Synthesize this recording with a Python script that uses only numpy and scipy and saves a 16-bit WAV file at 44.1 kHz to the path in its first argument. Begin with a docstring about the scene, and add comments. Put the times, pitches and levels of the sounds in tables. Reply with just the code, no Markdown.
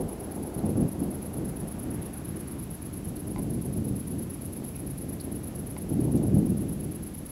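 """Distant thunder rolls over open country at night and swells into two heavy peals. Shocks from all along the
lightning channel superpose, and the air absorbs their treble on the way; a soft, brighter rush trails the early
thunder and fades as it rolls on. Close by, a bush cricket rasps in quick double strokes, a scraper on a file
setting its wings ringing. A few small knocks and ticks sound near, over a faint hiss of night air and a thin
whine."""
import sys
import numpy as np
from scipy import signal
from scipy.fft import rfft, irfft, next_fast_len
from scipy.io import wavfile
from scipy.ndimage import uniform_filter1d

SR = 44100
rng = np.random.default_rng(int(sys.argv[2]) if len(sys.argv) > 2 else 0)


def wrap_up_sound(samples):
    """Save the sound to the file named by the first command line argument, as 16-bit audio."""
    columns = np.atleast_2d(samples).T
    # keep every value between -1 and 1, then stretch to whole-number steps
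    tamed = np.clip(columns, -1, 1)
    steps = np.round(tamed * 32767).astype(np.int16)
    wavfile.write(sys.argv[1], SR, steps)


N = 322357
TIME = np.arange(N) / SR


def gain_of(db):
    """The decibel scale: 20 dB is a factor of ten in amplitude."""
    return 10 ** (np.asarray(db) / 20)


def unit_rms(x):
    """Normalisation to an rms of 1."""
    return x / np.sqrt(np.mean(x ** 2) + 1e-20)


def curve(rows, column=1):
    """Linear interpolation of one column of a table over time."""
    columns = np.transpose(rows)
    return np.interp(TIME, columns[0], columns[column])


def colour(x, spectrum):
    """Minimum-phase filtering by rows of (f/Hz, level/dB): the ringing follows each impulse."""
    hz, db = np.transpose(spectrum)
    size = 16384
    bin_hz = abs(np.fft.fftfreq(size, 1 / SR)) + 1
    log_gain = np.log(gain_of(np.interp(np.log(bin_hz), np.log(hz), np.maximum(db, -100))))
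    response = np.exp(np.conj(signal.hilbert(log_gain)))
    ring = np.fft.ifft(response).real[:size // 4]
    return signal.oaconvolve(x, ring)[:N]


def band(x, lo_hz, hi_hz):
    """Ideal band-pass filtering between two frequencies."""
    size = next_fast_len(N)
    hz = np.fft.rfftfreq(size, 1 / SR)
    return irfft(rfft(x, size) * ((hz >= lo_hz) & (hz < hi_hz)), size)[:N]


def add(mix, start_s, sound):
    """Superposition: a sound joins the mix at a given time."""
    start = round(start_s * SR)
    sound = sound[max(-start, 0):]
    part = mix[max(start, 0):][:len(sound)]
    part += sound[:len(part)]


def scatter(x, t60, build_s=0.016):
    """Scattering by ground and foliage: dense echoes of unit energy build up and decay exponentially."""
    t = np.arange(SR // 2) / SR
    tail = rng.standard_normal(len(t)) * gain_of(-60 * t / t60) * np.minimum(t / build_s, 1) ** 2
    return signal.oaconvolve(x, tail / np.linalg.norm(tail))[:N]


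def steady(x, window_s):
    """Division by the running rms evens out slow swells and leaves the fast grain."""
    size = max(int(window_s * SR), 64)
    power = uniform_filter1d(uniform_filter1d(x ** 2, size), size)
    return x / np.sqrt(abs(power) + 1e-20)


# Spectral density of the night air: f/Hz, relative level/dB
AIR_SPECTRUM = [(20, -41), (200, 1.5), (600, 9), (1000, 6), (1400, 1.5), (2000, 0), (2700, -1), (3600, -4),
                (6000, -6), (9000, -7.5), (16000, -9)]


def night_air(level_db=-60.5, reference_band_hz=(1250, 4260)):
    """Stationary filtered noise: a smooth hiss, its level set within a reference band."""
    hiss = colour(rng.standard_normal(N), AIR_SPECTRUM)
    return hiss / np.std(band(hiss, *reference_band_hz)) * gain_of(level_db)


# Swell of the rush: t/s, level/dB
RUSH_LEVEL = [(0, -44.5), (.6, -51), (1.1, -54), (1.6, -55), (2.0, -53), (2.4, -54.5), (2.9, -57.5),
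              (3.6, -68), (4.3, -62), (4.9, -67), (5.5, -62.5), (6.5, -70), (7.31, -67)]
# Its spectral density at a frequency factor of 1: f/Hz, relative level/dB
RUSH_SPECTRUM = [(300, -32), (800, 5.5), (1300, 2.5), (1750, 0), (2700, -6.5), (3600, -11), (5000, -17.5),
                 (8000, -36)]
# Its climb in pitch: t/s, frequency factor
RUSH_PITCH = [(0, 0.4), (1.0, 0.61), (2.0, 0.85), (3.0, 0.78), (4.6, 1.15), (7.31, 1.46)]


def distant_rush(patch_db=1.5):
    """Spectral modulation of noise: a dull, patchy rush climbs in pitch as it fades unevenly."""
    hz, t, spectra = signal.stft(rng.standard_normal(N), SR, nperseg=512, noverlap=384)
    pitch = np.interp(t, *np.transpose(RUSH_PITCH))
    shape_db = np.interp(hz[:, None] / pitch, *np.transpose(RUSH_SPECTRUM))
    patches = uniform_filter1d(rng.standard_normal(spectra.shape), size=5, axis=0)
    patches = unit_rms(uniform_filter1d(patches, size=36, axis=1))
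    spectra *= gain_of(shape_db + patch_db * patches)
    rush = signal.istft(spectra, SR, nperseg=512, noverlap=384)[1][:N]
    return unit_rms(rush) * gain_of(curve(RUSH_LEVEL))


def whine(centre_hz=7725, half_width_hz=55, level_db=-80.0):
    """Narrow-band noise is heard as a pitch: a very faint, thin, steady high whine."""
    noise = band(rng.standard_normal(N), centre_hz - half_width_hz, centre_hz + half_width_hz)
    return gain_of(level_db) * unit_rms(noise)


# Thin ticks: t/s, initial rms level/dB, centre f/Hz, width/octaves, t60/s
TICKS = [(.59, -52.5, 3900, .15, .05), (3.168, -56, 4270, .1, .05), (4.745, -56.5, 2440, .16, .2),
         (5.2, -44, 4400, 0.15, .06), (6.173, -51, 6800, 0.73, 0.085)]


def ticks():
    """Exponential decay of band-limited noise: short high puffs that die at once."""
    out, t = np.zeros(N), np.arange(8192) / SR
    hz = np.fft.rfftfreq(len(t), 1 / SR) + 1
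    for start_s, db, centre_hz, octaves, t60 in TICKS:
        passband = np.exp(-.5 * (np.log2(hz / centre_hz) / octaves) ** 2)
        puff = irfft(rfft(rng.standard_normal(len(t))) * passband)
        add(out, start_s, unit_rms(puff) * gain_of(db - 60 * t / t60))
    return out


# Light blows nearby: t/s, peak level/dB, factor on t60, hardness/(dB per octave)
BLOWS = [(3.3615, -27.5, .5, -1.), (3.375, -36, .9, -6.), (3.382, -34, .45, 0.), (3.392, -36, .9, -8.),
         (5.766, -29.5, .6, 0.), (5.774, -43, .3, 3.)]
# Normal modes of the struck object: f/Hz, relative level/dB, t60/s at a factor of 1
KNOCK_MODES = [(845, 0, .07), (1000, -.5, .06), (1380, -8, .025), (2090, -4, .035), (2250, -8, .025),
               (2750, -11, .012), (3700, -10, .014), (4600, -13, .014)]


def knocks(echo_db=-17.0, echo_t60=0.11):
    """Damped normal modes: blows ring a small hard object, harder ones favouring the high modes."""
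    out, t = np.zeros(N), np.arange(SR // 4) / SR
    for start_s, peak_db, t60_factor, hardness in BLOWS:
        ring = np.zeros(len(t))
        for hz, mode_db, t60 in KNOCK_MODES:
            envelope_db = mode_db + hardness * np.log2(hz) - 60 * t / (t60 * t60_factor)
            ring += gain_of(envelope_db) * np.sin(2 * np.pi * hz * t)
        add(out, start_s, gain_of(peak_db) * ring / abs(ring).max())
    return out + gain_of(echo_db) * scatter(out, echo_t60)


# The two strokes of a chirp: delay/s, rise/s, hold/s, release/s, relative level/dB
STROKES = [(0, 0.014, 0.0042, 0.0028, 1.5), (0.034, .015, 0.0077, 0.005, 0)]
# Drift of the chirps around their beat: t/s, lag/s
CHIRP_LAG = [(0, 0), (.7, .002), (1.2, -.0035), (2.8, .0015), (3.4, -.001), (3.8, .003), (4.75, .003),
             (5.0, -.004), (5.32, -.0035), (5.55, .003), (6.2, -.002), (7.31, 0)]
# Strength of the song: t/s, relative level/dB
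SONG_LEVEL = [(0, -48), (1.8, -47), (3.2, -47.8), (4.2, -45.7), (6.5, -47.5), (7.31, -47)]


def scraper_pressure(first_s=-.0356, period_s=.113835):
    """Nearly periodic forcing: the scraper presses on the file in one double stroke per beat."""
    t, pressure = np.arange(0, period_s, 1 / SR), np.zeros(N)
    chirp = sum(gain_of(db) * np.interp(t - delay, np.cumsum([0, rise, hold, release]), [0, 1, 1, 0])
                for delay, rise, hold, release, db in STROKES)
    for beat_s in np.arange(first_s, N / SR, period_s):
        lag_s = np.interp(beat_s, *np.transpose(CHIRP_LAG))
        add(pressure, beat_s + lag_s, chirp)
    return pressure * gain_of(curve(SONG_LEVEL))


# Resonance curve of the wings: f/Hz, relative level/dB
WING_RESONANCE = [(4000, -29), (8300, -28.5), (9250, -18), (9740, -11), (10000, -15), (10280, 4),
                  (10750, -11.5), (11220, -1.5), (11500, -7.5), (11680, -14), (12000, -16), (13400, -19.5),
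                  (14200, -23), (15700, -21)]
# The broader spectrum they radiate sideways into the foliage: f/Hz, relative level/dB
WING_SIDEWAYS = [(4000, -39), (8700, -25.5), (9900, -6), (10500, -4), (11300, -2.5), (12200, -13),
                 (13300, -18), (15700, -22)]


def cricket(tooth_hz=1000, jitter=.18, tooth_spread_db=4.0, friction=0.31, echo_db=-7.0, trim_db=-1.15):
    """Stridulation: a scraper runs over a file, and each tooth clicks the wings into a short ring."""
    pressure = scraper_pressure()
    speed = 1 + jitter * unit_rms(uniform_filter1d(rng.standard_normal(N), size=60))
    teeth_passed = np.floor(np.cumsum(tooth_hz * abs(speed)) / SR)
    strikes = np.diff(teeth_passed, prepend=0)
    clicks = unit_rms(strikes * gain_of(tooth_spread_db * rng.standard_normal(N)))
    drive = band(clicks + friction * rng.standard_normal(N), 3500, SR / 2)
    direct = unit_rms(pressure * steady(colour(drive, WING_RESONANCE), window_s=0.0033))
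    echo = unit_rms(scatter(pressure * colour(drive, WING_SIDEWAYS), t60=0.36, build_s=.0085))
    return gain_of(curve(SONG_LEVEL).mean() + trim_db) * (direct + gain_of(echo_db) * echo)


# Single shock fronts that stand out of the roll: t/s, relative level/dB, centre f/Hz
SHOCK_FRONTS = [(0.643, -7.5, 191), (0.667, -12, 201), (0.777, -9, 214), (0.823, -5.5, 120),
                (1.016, -11, 260), (2.284, -21, 210), (3.775, -20, 159), (5.905, -11.5, 269),
                (5.993, -11, 314), (6.15, -5.5, 230), (6.34, -5.5, 135), (6.388, -5.5, 200),
                (6.497, -7, 190)]


def thunder_booms(trim_db=-8.5, rise_s=0.0038, echo_db=-8.0, echo_t60=0.1):
    """Pulse and reflection: a strong front arrives as a few low swings, then echoes off the land."""
    out, t = np.zeros(N), np.arange(SR // 10) / SR
    envelope = (t / rise_s * np.exp(1 - t / rise_s)) ** 2
    for start_s, db, hz in SHOCK_FRONTS:
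        add(out, start_s, gain_of(db + trim_db) * envelope * np.sin(2 * np.pi * hz * t))
    return out + gain_of(echo_db) * scatter(out, echo_t60)


# The long roll under the peals: t/s, relative level/dB, nearness as treble lift/dB
ROLL = [(0, -36.5, 7), (.5, -43.5, 9), (1.0, -37, 5), (1.8, -39.5, 4), (2.75, -41, -1), (3.2, -36.5, 1.5),
        (3.55, -34, -0.5), (3.85, -34, -2), (4.18, -36, -1), (4.28, -39.5, 1), (5.2, -38, 1.5),
        (5.85, -37.5, 2.5), (6.15, -34, 1.5), (6.6, -32.5, -1.5), (6.8, -36.5, -1), (7.31, -42.5, 1)]
# Peals, each from one stretch of the lightning channel: t/s, length/s, relative level/dB
PEALS = [(-.01, 0.065, -35), (0.358, 0.093, -37), (0.559, 0.036, -33), (0.628, 0.097, -29.5),
         (0.752, 0.098, -26.5), (0.984, 0.11, -33.5), (1.356, 0.15, -36), (1.616, 0.024, -33.5),
         (1.856, 0.16, -36.5), (2.272, .03, -39), (3.059, 0.018, -39), (3.553, .025, -31.5),
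         (3.756, 0.05, -32), (5.31, 0.042, -37.5), (5.903, .2, -29), (6.125, .04, -25.5),
         (6.194, 0.19, -28.5), (6.33, 0.06, -24), (6.416, 0.037, -27.5), (6.495, .025, -26.5),
         (6.538, 0.09, -33.5), (6.856, 0.041, -38.5)]


def thunder_level_db(swing_db=1.5, swing_s=0.058, attack_s=0.0061, fade_db_per_s=280):
    """Incoherent sources add in power: peals break in, hold and fade over a randomly surging roll."""
    size = int(swing_s * SR)
    swing = unit_rms(uniform_filter1d(uniform_filter1d(rng.standard_normal(N), size), size // 2))
    power = gain_of(curve(ROLL) + swing_db * swing) ** 2
    for start_s, length_s, db in PEALS:
        attack = np.clip((TIME - start_s) / attack_s, 0, 1)
        fade_db = fade_db_per_s * np.clip(TIME - start_s - length_s, 0, 1)
        power += (attack * gain_of(db - fade_db)) ** 2
    return 10 * np.log10(power)


# Spectral density of the arriving shocks: f/Hz, relative level/dB
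SHOCK_SPECTRUM = [(20, -37), (45, -12), (72, -6), (97, -2), (125, -.5), (200, 0.5), (250, -3), (310, -3.5),
                  (380, -10), (480, -16), (760, -25.5), (1050, -39), (1500, -53), (3000, -80.5)]


def thunder_roll(shocks_per_s=3000, spread_db=1., bass_db=-43.5, bass_follows=0.5, body_gain_db=2.0,
                 dulling=0.32, pivot_hz=220, treble_hz=560):
    """Superposition and air absorption: shocks pile up, and the farther they come the duller they are."""
    sizes = rng.standard_normal(N) * gain_of(spread_db * np.minimum(rng.exponential(1, N), 3))
    arrivals = rng.random(N) < shocks_per_s / SR
    shocks = colour(sizes * arrivals, SHOCK_SPECTRUM)
    level_db = thunder_level_db()
    bass = steady(band(shocks, 0, 90), window_s=0.079)
    bass *= gain_of(bass_db + bass_follows * (level_db - np.median(level_db)))
    body = steady(band(shocks, 90, 3000), window_s=0.027)
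    hz, t, spectra = signal.stft(body, SR, nperseg=1024, noverlap=768)
    peal_loss_db = dulling * (level_db - curve(ROLL))  # a peal is duller the more it tops the roll
    treble_db = np.interp(t, TIME, curve(ROLL, column=2) - peal_loss_db)
    # the spectrum tilts about the pivot: up for near shocks, down for far ones
    tilt = np.clip(np.log((hz + 1) / pivot_hz) / np.log(treble_hz / pivot_hz), -.4, 1.4)
    spectra *= gain_of(tilt[:, None] * treble_db)
    body = signal.istft(spectra, SR, nperseg=1024, noverlap=768)[1][:N]
    return bass + body * gain_of(level_db + body_gain_db)


def scene():
    """Linear superposition in one channel: thunder far off, the cricket and the small sounds near."""
    thunder = thunder_roll() + thunder_booms()
    return (thunder + night_air() + distant_rush() + cricket() + whine() + knocks() + ticks())[None]


def record(dry, cutoff_hz=15780):
    """Band limiting: a steep linear-phase low-pass removes the highest treble."""
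    low_pass = signal.firwin(1023, cutoff_hz, window=("kaiser", 9), fs=SR)
    return signal.oaconvolve(dry, low_pass[None], "same")


dry = scene()
out = record(dry)
wrap_up_sound(out)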